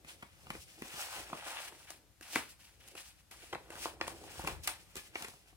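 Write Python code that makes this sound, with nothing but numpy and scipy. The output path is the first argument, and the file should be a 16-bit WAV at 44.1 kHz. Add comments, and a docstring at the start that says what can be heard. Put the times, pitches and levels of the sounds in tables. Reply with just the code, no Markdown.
"""Dry rubbing of skin on paper first: a hand slides over the stiff pages of a picture book and turns them.
Rubs are dense random stick-slip clicks, filtered into drag, scrape, hiss and flex and swelled per stroke.
Buckling sheets snap in few-ms crack bursts that ring damped modes.
A small furnished room answers with diffuse echoes, over filtered low noise that swells and wavers, and faint hiss.
Heard close up through the two ports of a phone."""
import sys
import numpy as np
from scipy import signal
from scipy.fft import rfft, irfft
from scipy.io import wavfile
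from scipy.ndimage import uniform_filter1d, map_coordinates

SR = 44100
rng = np.random.default_rng(int(sys.argv[2]) if len(sys.argv) > 2 else 0)


def output_pcm(signal):
    """Save a mono or channel-first signal as 16-bit PCM at the path in sys.argv[1].

    Samples are clipped to [-1, 1] before scaling.
    """
    pcm = np.clip(np.atleast_2d(signal).T, -1, 1) * 32767
    wavfile.write(sys.argv[1], SR, np.round(pcm).astype(np.int16))


N = 245195
TIME_S = np.arange(N) / SR

# Rise and fade times below 5 ms, negatives included, act as 5 ms.
# strokes over paper: full from t/s, rise/(s per 20 dB), hold/s, fade/(s per 20 dB), level/dB,
# weight/dB (heavy and dull above 0, light and fine below)
STROKES = [(0.088, 0.038, 0.0034, 0.092, -52.5, -8.5), (.21, .06, 0.035, 0.15, -66, -2.5),
           (.42, 0.23, 0.058, .05, -66, -3), (.55, 0.091, 0.013, 0.048, -57, -1.5),
           (.60, 0.16, 0.025, 0.054, -60, -49), (.68, .03, 0.17, .05, -63, -11),
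           (.84, .04, .04, .1, -54, -8), (.99, .16, 0.029, 0.12, -44, -4.5),
           (1.16, 0.17, .03, 0.092, -45, -1.5), (1.30, 0.12, .01, 0.043, -56, 0),
           (1.365, 0.11, 0.026, 0.07, -54.5, -1), (1.469, 0.11, 0.055, 0.077, -48, 0.5),
           (1.575, 0.18, 0.019, 0.12, -49, 5), (1.64, .1, 0.044, 0.03, -51.5, -3.5),
           (1.72, 0.046, .13, 0.04, -61.5, -5.5), (1.89, 0.051, 0.022, 0.076, -55, -6),
           (2.225, 0.012, 0.12, 0.059, -59, -3), (2.335, 0.065, 0.023, 0.055, -44.5, -15),
           (2.373, 0.041, 0.0083, 0.077, -44.5, 4), (2.46, .05, 0.065, 0.056, -62, -11),
           (2.599, 0.032, 0.087, 0.15, -63.5, -9.5), (2.808, 0.027, 0.11, 0.041, -63, -7.5),
           (2.98, 0.043, .02, 0.11, -52, -9), (3.06, 0.055, 0.048, 0.037, -60.5, -11),
           (3.2, 0.11, 0.0093, 0.022, -68, -8), (3.319, 0.014, 0.0078, 0.089, -56, -4),
           (3.43, 0.098, 0.013, 0.18, -56.5, -13), (3.58, .03, 0.12, .05, -70, 6),
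           (3.72, 0.024, 0.059, 0.044, -57.5, 4), (3.82, 0.06, 0.033, 0.032, -45.5, -13),
           (3.868, 0.029, 0.0044, 0.099, -52, 1.5), (4.024, 0.035, 0.024, 0.094, -55.5, 3),
           (4.089, 0.034, 0.011, 0.055, -53, 2), (4.16, 0.055, 0.11, .05, -60.5, -5),
           (4.28, 0.065, 0.096, .05, -58, -2), (4.384, 0.059, 0.043, 0.065, -53.5, -1),
           (4.488, 0.088, 0.0051, 0.099, -47.5, 1), (4.644, 0.028, 0.016, .03, -53, -25),
           (4.684, 0.039, 0.018, 0.084, -45, -3), (4.8, 0.073, 0.009, .08, -63, -15),
           (4.9, .08, 0.03, .05, -68.5, -3), (4.973, 0.026, 0.0058, 0.078, -48, -10),
           (5.04, 0.055, 0.031, 0.064, -60.5, -10), (5.171, 0.051, 0.074, 0.13, -52.5, -0.5),
           (5.36, 0.055, 0.061, 0.057, -71.5, -24), (5.49, 0.098, 0.0072, 0.059, -67, -3)]
# drag, scrape, hiss against the stroke: offset/dB, slope/(dB per dB of weight)
STROKE_FOLLOW = [(-2, 0.96), (-1, 0.2), (0, -0.12)]
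# sheet bending and fluttering: full from t/s, level/dB, rise/(s per 20 dB), hold/s, fade/(s per 20 dB)
BENDS = [(0.09, -67.5, 0.7, .01, 0.27), (.47, -68.5, 0.24, 0.0092, 0.6), (0.54, -55.5, -0.19, 0.016, 0.04),
         (0.779, -60, -0.02, .01, .03), (0.836, -65, 0.2, .01, 0.4), (0.99, -61.5, 0.23, 0.0089, 0.34),
         (1.161, -51.5, 0.01, 0.03, 0.07), (1.339, -53.5, 0.1, 0.026, 0.04),
         (1.464, -56.5, -0.2, 0.011, 0.16), (1.725, -66, 0.2, 0.0093, 0.35),
         (1.913, -66, -0.4, 0.0067, 0.24), (2.362, -53.5, 0.08, 0.016, 0.12),
         (2.968, -66.5, 0.5, 0.046, -0.08), (3.32, -65, -0.15, .01, 0.15), (3.431, -58, -0.07, .01, 0),
         (3.496, -65, -0.1, 0.3, 0), (3.778, -59.5, 0.12, 0.1, 0.7), (4.039, -55.5, -0.06, .05, 0.26),
         (4.24, -55.5, 0.18, .01, -0.01), (4.29, -60.5, 0.7, 0.055, -0.2), (4.37, -57, 0.12, 0.0086, -0.13),
         (4.437, -50.5, -0.03, 0.064, 0.07), (4.564, -64.5, 0.3, 0.045, .06),
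         (4.66, -59.5, -0.5, 0.045, .06), (4.79, -72, -1.2, 0.0077, 0.2), (4.97, -61.5, -0.1, 0.0077, 0.06),
         (5.17, -67.5, 0.5, 0.057, 0.5)]
# relative spectra of the four rubbing layers: f/Hz, density/dB
DRAG_SPECTRUM = [(200, -60), (400, -38), (520, -8), (650, -4.5), (820, 0), (1100, -6), (1450, -3),
                 (2000, -12), (4000, -68)]
SCRAPE_SPECTRUM = [(400, -70), (1000, -15), (1500, -8), (2200, -5.5), (2900, -4.5), (3500, -9),
                   (4200, -13.5), (5500, -30), (10000, -56)]
HISS_SPECTRUM = [(900, -50), (2600, -5), (3500, -10), (5500, -5.5), (6800, -9), (9300, -7.5), (11000, -11),
                 (13300, -15), (15500, -13.5), (16500, -22)]
FLEX_SPECTRUM = [(100, -11), (200, -13.5), (320, 3), (500, -1.5), (800, -5), (2000, -64)]

# buckling snaps: start t/s, knock level/dB, click level/dB, crisp level/dB, thud level/dB, burst rise/ms
SNAPS = [(.046, -56.5, -51, -62, -53, 1.7), (0.223, -43, -42, -55, -46, 4),
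         (0.467, -49.5, -51, -76, -51, 1.95), (.502, -36, -34, -43.5, -39, 1.8),
         (.549, -64, -45, -66, -46, 2.1), (.82, -44, -40, -46.5, -36.5, 1.4),
         (.856, -51, -65, -54, -75, 1.5), (0.938, -58, -55, -64, -49, 1.8),
         (1.299, -46.5, -51, -70, -64, 1.36), (1.328, -32.5, -42.5, -65, -37, 3.1),
         (1.395, -56, -46.5, -63, -74, 2), (1.722, -49.5, -64, -70, -55, 1.5),
         (1.903, -47.5, -51, -41, -56, 1.93), (2.209, -49.5, -48.5, -51, -70, 1.93),
         (2.225, -64, -51.5, -50, -63, 4.4), (2.352, -48.5, -37, -37, -60, 3.4),
         (2.357, -25, -22, -33.5, -42, 1.8), (2.364, -33.5, -38, -40, -55, 2.5),
         (2.874, -78, -61, -51, -78, 3.3), (2.883, -67, -59, -49.5, -66.5, 2.2),
         (2.951, -46, -47.5, -50.5, -51, 2.1), (3.31, -59.5, -51.5, -49, -58, 2.5),
         (3.526, -35.5, -35.5, -54, -45.5, 3.4), (3.532, -34, -64, -54, -43, 2.85),
         (3.539, -45, -62, -57, -65, 2.3), (3.548, -68, -38.5, -69, -50, 1.02),
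         (3.553, -35.5, -72, -59, -46, 1.6), (3.702, -42, -44.5, -49.5, -54, 2.1),
         (3.754, -57, -46.5, -54, -50, 1.2), (3.856, -29, -42, -50, -51, 0.64),
         (4.003, -48.5, -67, -79, -47.5, 1.2), (4.011, -29.5, -27.5, -58, -51, 1.6),
         (4.067, -52, -43, -52, -61, 2.5), (4.073, -55, -50, -43, -65, 3.5),
         (4.078, -35.5, -39, -39, -47, 1.92), (4.237, -48, -64, -54, -67, 2.55),
         (4.392, -36.5, -67, -47, -43, 2.56), (4.44, -63, -66, -50, -45, 0.87),
         (4.446, -37, -48, -50, -39.5, 1.9), (4.465, -47, -50, -46, -60, 2.6),
         (4.472, -32, -29, -34.5, -55, 2.42), (4.483, -33.5, -45, -48, -42.5, 1.6),
         (4.634, -60, -58, -44.5, -64, 2.5), (4.673, -36.5, -29.5, -26, -57, 2.54),
         (4.955, -47, -47.5, -41.5, -45.5, 1.35), (4.965, -46, -47.5, -40.5, -43.5, 2.6),
         (5.155, -35.5, -31, -71, -67, 1.6), (5.206, -46.5, -66, -52, -50, 1.4),
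         (5.222, -55, -42.5, -39.5, -48, 1.75), (5.243, -44, -39, -42.5, -50.5, 3.8),
         (5.282, -47.5, -55, -49, -56, 2.1), (5.334, -54.5, -68, -58, -55, 4.2),
         (5.526, -58, -68, -75, -82, 3.25)]
# sheet modes before scatter: f/Hz, level/dB, t60/s
SHEET_MODES = [(342, 6.5, 0.03), (497, -5.5, 0.017), (822, -6, 0.035), (1173, -8, 0.042),
               (1496, 11.5, 0.0071), (2310, 10, 0.0031), (2850, 4, 0.019)]
SNAP_ENERGY_DB = 21  # added to every part level: part energy, in samples
RATTLE_DB, RING_DB = -22.5, -33.0

# room: f/Hz, t60/s, left-right likeness/0-1 (also used for the background hiss)
ROOM = [(102, 0.2, 1), (490, 0.24, 0.45), (2150, 0.22, 0.18), (6960, 0.23, 0.1), (14400, 0.032, 0.1)]
ROOM_DB = -8

# low rumble swells: peak t/s, level/dB, rise/(s per 20 dB), fade/(s per 20 dB)
LOW_SWELLS = [(.51, -61, 0.3, 0.35), (0.819, -50, -0.58, -0.86), (.93, -53, -0.42, -0.1),
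              (1.19, -61.5, 0.04, 0.14), (2.37, -65, -0.05, 0.26), (3.87, -63, 0.38, 0.6),
              (4.03, -64, -0.05, 1.2), (4.4, -45, 0.02, -0.53), (4.52, -49, .12, 0.19),
              (4.97, -63.5, -0.35, -0.6), (5.31, -56, -1.2, -0.3)]
# relative spectrum of the low noise: f/Hz, density/dB
LOW_SPECTRUM = [(13, -37), (22, -27), (38, -9), (54, 4), (170, -7.5), (220, -16), (370, -120)]
LOW_FLOOR_DB, LOW_WAVER_DB = -70, 1.2
# relative spectrum of the background hiss: f/Hz, density/dB
QUIET_SPECTRUM = [(76, -45), (130, -12), (317, -8.5), (430, -20), (516, -12), (571, -15), (1340, -16),
                  (8980, -20), (12900, -22), (16500, -33)]
QUIET_DB, QUIET_WAVER_DB = -69.5, 1.4

# extra path to the left port: t/s, lag/s
LEFT_LAG = [(0, 0.00022), (1.2, 0.00013), (2.2, 0.000057), (5.56, 0.00017)]
# port colour: f/Hz, left minus right/dB
LEFT_TILT = [(30, 8), (60, 5), (125, 1.6), (250, 2), (500, -2), (1000, .4), (2500, 2.6), (8000, .8),
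             (13000, 3)]
LOW_CUT_HZ, TOP_HZ = 38, 15950


def sliding():
    """Fibres catch and let go: slow slips drag and rumble as the sheet bends, quick ones scrape, fine ones hiss."""
    layers = (
        (DRAG_SPECTRUM, slips(per_s=3000, spread_db=2.2, patchy_db=1.5, apart=.35)),
        (SCRAPE_SPECTRUM, slips(per_s=5000, spread_db=2.1, patchy_db=1.5, apart=.7)),
        (HISS_SPECTRUM, slips(per_s=12000, spread_db=0.5, patchy_db=1.7, apart=1.7)),
        (FLEX_SPECTRUM, slips(per_s=2300, spread_db=0.0, patchy_db=-0.5, apart=0.2)))
    # overlapping strokes and bends add in power
    stroke_powers = np.array([swell(*row[:4]) ** 2 for row in STROKES])
    level_db, weight_db = np.transpose(STROKES)[4:]
    offset_db, slope = np.transpose(STROKE_FOLLOW)[:, :, None]
    layer_db = level_db + offset_db + slope * weight_db
    stroke_gains = np.sqrt(undb(2 * layer_db) @ stroke_powers)
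    bend_gain = np.sqrt(sum((undb(db) * swell(s, *shape)) ** 2 for s, db, *shape in BENDS))
    gains = [*stroke_gains, bend_gain]
    return sum(unit(colour(x, spectrum)) * gain for (spectrum, x), gain in zip(layers, gains))


def slips(per_s, spread_db, patchy_db, apart):
    """Stick-slip clicks of uneven size in patches: one train shared by both ports, plus one of each port's own."""
    struck = rng.random((3, N)) < per_s / SR
    clicks = struck * rng.standard_normal((3, N)) * undb(spread_db * rng.exponential(size=(3, N)))
    patches_db = patchy_db * walk(90) + 1.2 * walk(20)
    return (clicks[0] + apart * clicks[1:]) * undb(patches_db)


def snaps():
    """Each buckle is a few ms of cracks that briefly ring the sheet, then a rattle dies away."""
    size, modes = int(SR / 8), len(SHEET_MODES)
    t = np.arange(size) / SR
    out = np.zeros((2, N + size))
    chance = rng.standard_normal((len(SNAPS), 4 * size + 2 * modes))
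    for (start_s, knock_db, click_db, crisp_db, thud_db, rise_ms), draws in zip(SNAPS, chance):
        span = t / (rise_ms / 1000)
        rattle = np.exp(-t / 0.018) * (1 - np.exp(-span))
        burst = (span * np.exp(1 - span)) ** 2 + undb(RATTLE_DB) * rattle
        grain = draws[:size]
        cracks = grain * np.abs(draws[size:2 * size]) * burst
        cracks[np.argmax(burst)] += 5.0  # main fold gives way
        body = cracks + undb(RING_DB) * signal.fftconvolve(cracks, sheet_ring(t, draws[-2 * modes:]))[:size]
        port_grain = draws[2 * size:4 * size].reshape(2, -1)
        crisp = (port_grain + 0.66 * grain) * burst
        parts = (
            (band(body, 408, 1065), knock_db),
            (band(body, 1570, 3300), click_db),
            (band(crisp, 2660, 11900), crisp_db),
            (band(cracks, 103, 388), thud_db))
        start = int(start_s * SR)
        for part, db in parts:
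            energy = np.sum(part ** 2) / part.ndim  # per port
            out[:, start:start + size] += undb(db + SNAP_ENERGY_DB) * part / np.sqrt(energy)
    return out[:, :N]


def sheet_ring(t, draws):
    """Damped sheet modes; each bend of the page scatters their pitch and level."""
    pitch_draws, level_draws = draws.reshape(2, -1)
    ring = np.zeros(len(t))
    for (hz, db, t60_s), pitch, level in zip(SHEET_MODES, pitch_draws, level_draws):
        tone = np.sin(2 * np.pi * hz * (1 + 0.087 * pitch) * t)
        ring += undb(db + 2.06 * level) * tone * 1000 ** (-t / t60_s)
    return ring


def at_ports(book):
    """The left port is a little further from the page, so its sound arrives late by a drifting lag."""
    lag_s = np.interp(TIME_S, *np.transpose(LEFT_LAG))
    read_at = np.arange(N) - SR * lag_s
    return np.array([map_coordinates(book[0], [read_at], order=3), book[1]])


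def room(x):
    """Diffuse echoes, each octave fading at its own pace, starting with the nearest wall."""
    size = SR // 2
    t = np.arange(size) / SR
    noise = pair(across(ROOM, size)[1], size)
    hz, t60_s, _ = np.transpose(ROOM)
    tail = np.zeros((2, size))
    for octave_hz in 64 * 2. ** np.arange(9):
        octave_t60_s = np.interp(np.log(octave_hz), np.log(hz), t60_s)
        octave = band(noise, octave_hz / np.sqrt(2), octave_hz * np.sqrt(2))
        tail += octave * 1000 ** (-t / octave_t60_s)
    tail *= np.clip(t / 0.0023 - .4, 0, 1)  # silent for 0.9 ms, full by 3.2 ms
    tail /= np.sqrt(np.sum(tail ** 2) / 2)
    return signal.fftconvolve(x[None], tail, axes=1)[:, :N] * undb(ROOM_DB)


def low_noise():
    """Filtered low noise that swells and wavers, about half alike at the two ports."""
    noise = colour(pair(.55, N), LOW_SPECTRUM)
    floor_gain = undb(LOW_FLOOR_DB + LOW_WAVER_DB * walk(26))
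    swell_gain = sum(undb(db) * swell(s, rise_s, 0, fade_s) for s, db, rise_s, fade_s in LOW_SWELLS)
    return unit(noise) * (floor_gain + swell_gain)


def quiet():
    """Faint, slowly wavering hiss of room and microphone: filtered noise."""
    noises = pair(across(ROOM, N)[1], N)
    hiss = np.array([colour(noise, QUIET_SPECTRUM) for noise in noises])
    return unit(hiss) * undb(QUIET_DB + QUIET_WAVER_DB * walk(7.2))


def swell(s, rise_s, hold_s, fade_s):
    """Gain that climbs tenfold per rise_s to 1 at s, holds, and falls tenfold per fade_s."""
    early = (s - TIME_S) / max(rise_s, .005)
    late = (TIME_S - s - hold_s) / max(fade_s, .005)
    return 10 ** -np.maximum(np.maximum(early, late), 0)


def walk(rate_hz):
    """Random levels held 1 / rate_hz and slewed, at unit RMS."""
    k = int(SR / rate_hz)
    steps = np.repeat(rng.standard_normal(N // k + 1), k)
    return unit(uniform_filter1d(steps, k)[:N])


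def pair(likeness, size):
    """Two noises that are alike by the given share in each bin."""
    mid, side = rfft(rng.standard_normal((2, size)))
    c = np.clip(likeness, 0, 1)
    signs = np.array([[1], [-1]])
    return irfft(mid * np.sqrt((1 + c) / 2) + side * np.sqrt((1 - c) / 2) * signs, size)


def across(rows, size):
    """Columns of a frequency table at every bin of a transform, interpolated over log f."""
    hz, *columns = np.transpose(rows)
    log_hz = np.log(np.fft.rfftfreq(size, 1 / SR) + 1)
    return [np.interp(log_hz, np.log(hz), column) for column in columns]


def colour(x, rows):
    """Filter x by a (f/Hz, gain/dB) table."""
    return irfft(rfft(x) * undb(across(rows, N)[0]), N)


def band(x, lo_hz, hi_hz):
    """Butterworth band-pass, top edge kept below Nyquist."""
    sos = signal.butter(2, [lo_hz, min(hi_hz, .45 * SR)], "bandpass", fs=SR, output="sos")
    return signal.sosfilt(sos, x)


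def undb(db):
    """Amplitude of a level in dB."""
    return 10 ** (np.asarray(db) / 20)


def unit(x):
    """Scale to unit RMS."""
    return x / np.sqrt(np.mean(x ** 2))


def scene():
    """Book at the two ports, its room echoes, low noise and background hiss."""
    book = sliding() + snaps()
    return at_ports(book) + room(book.mean(axis=0)) + low_noise() + quiet()


def record(dry):
    """The two ports colour the sound differently; the phone cuts the deepest bass and the top."""
    half_tilt_db = across(LEFT_TILT, N)[0] / 2
    ports = irfft(rfft(dry) * undb(np.array([half_tilt_db, -half_tilt_db])), N)
    low_cut = signal.butter(6, LOW_CUT_HZ, "highpass", fs=SR, output="sos")
    top_cut = signal.ellip(10, .2, 70, TOP_HZ, fs=SR, output="sos")
    return signal.sosfilt(top_cut, signal.sosfilt(low_cut, ports))


dry = scene()
out = record(dry)
output_pcm(out)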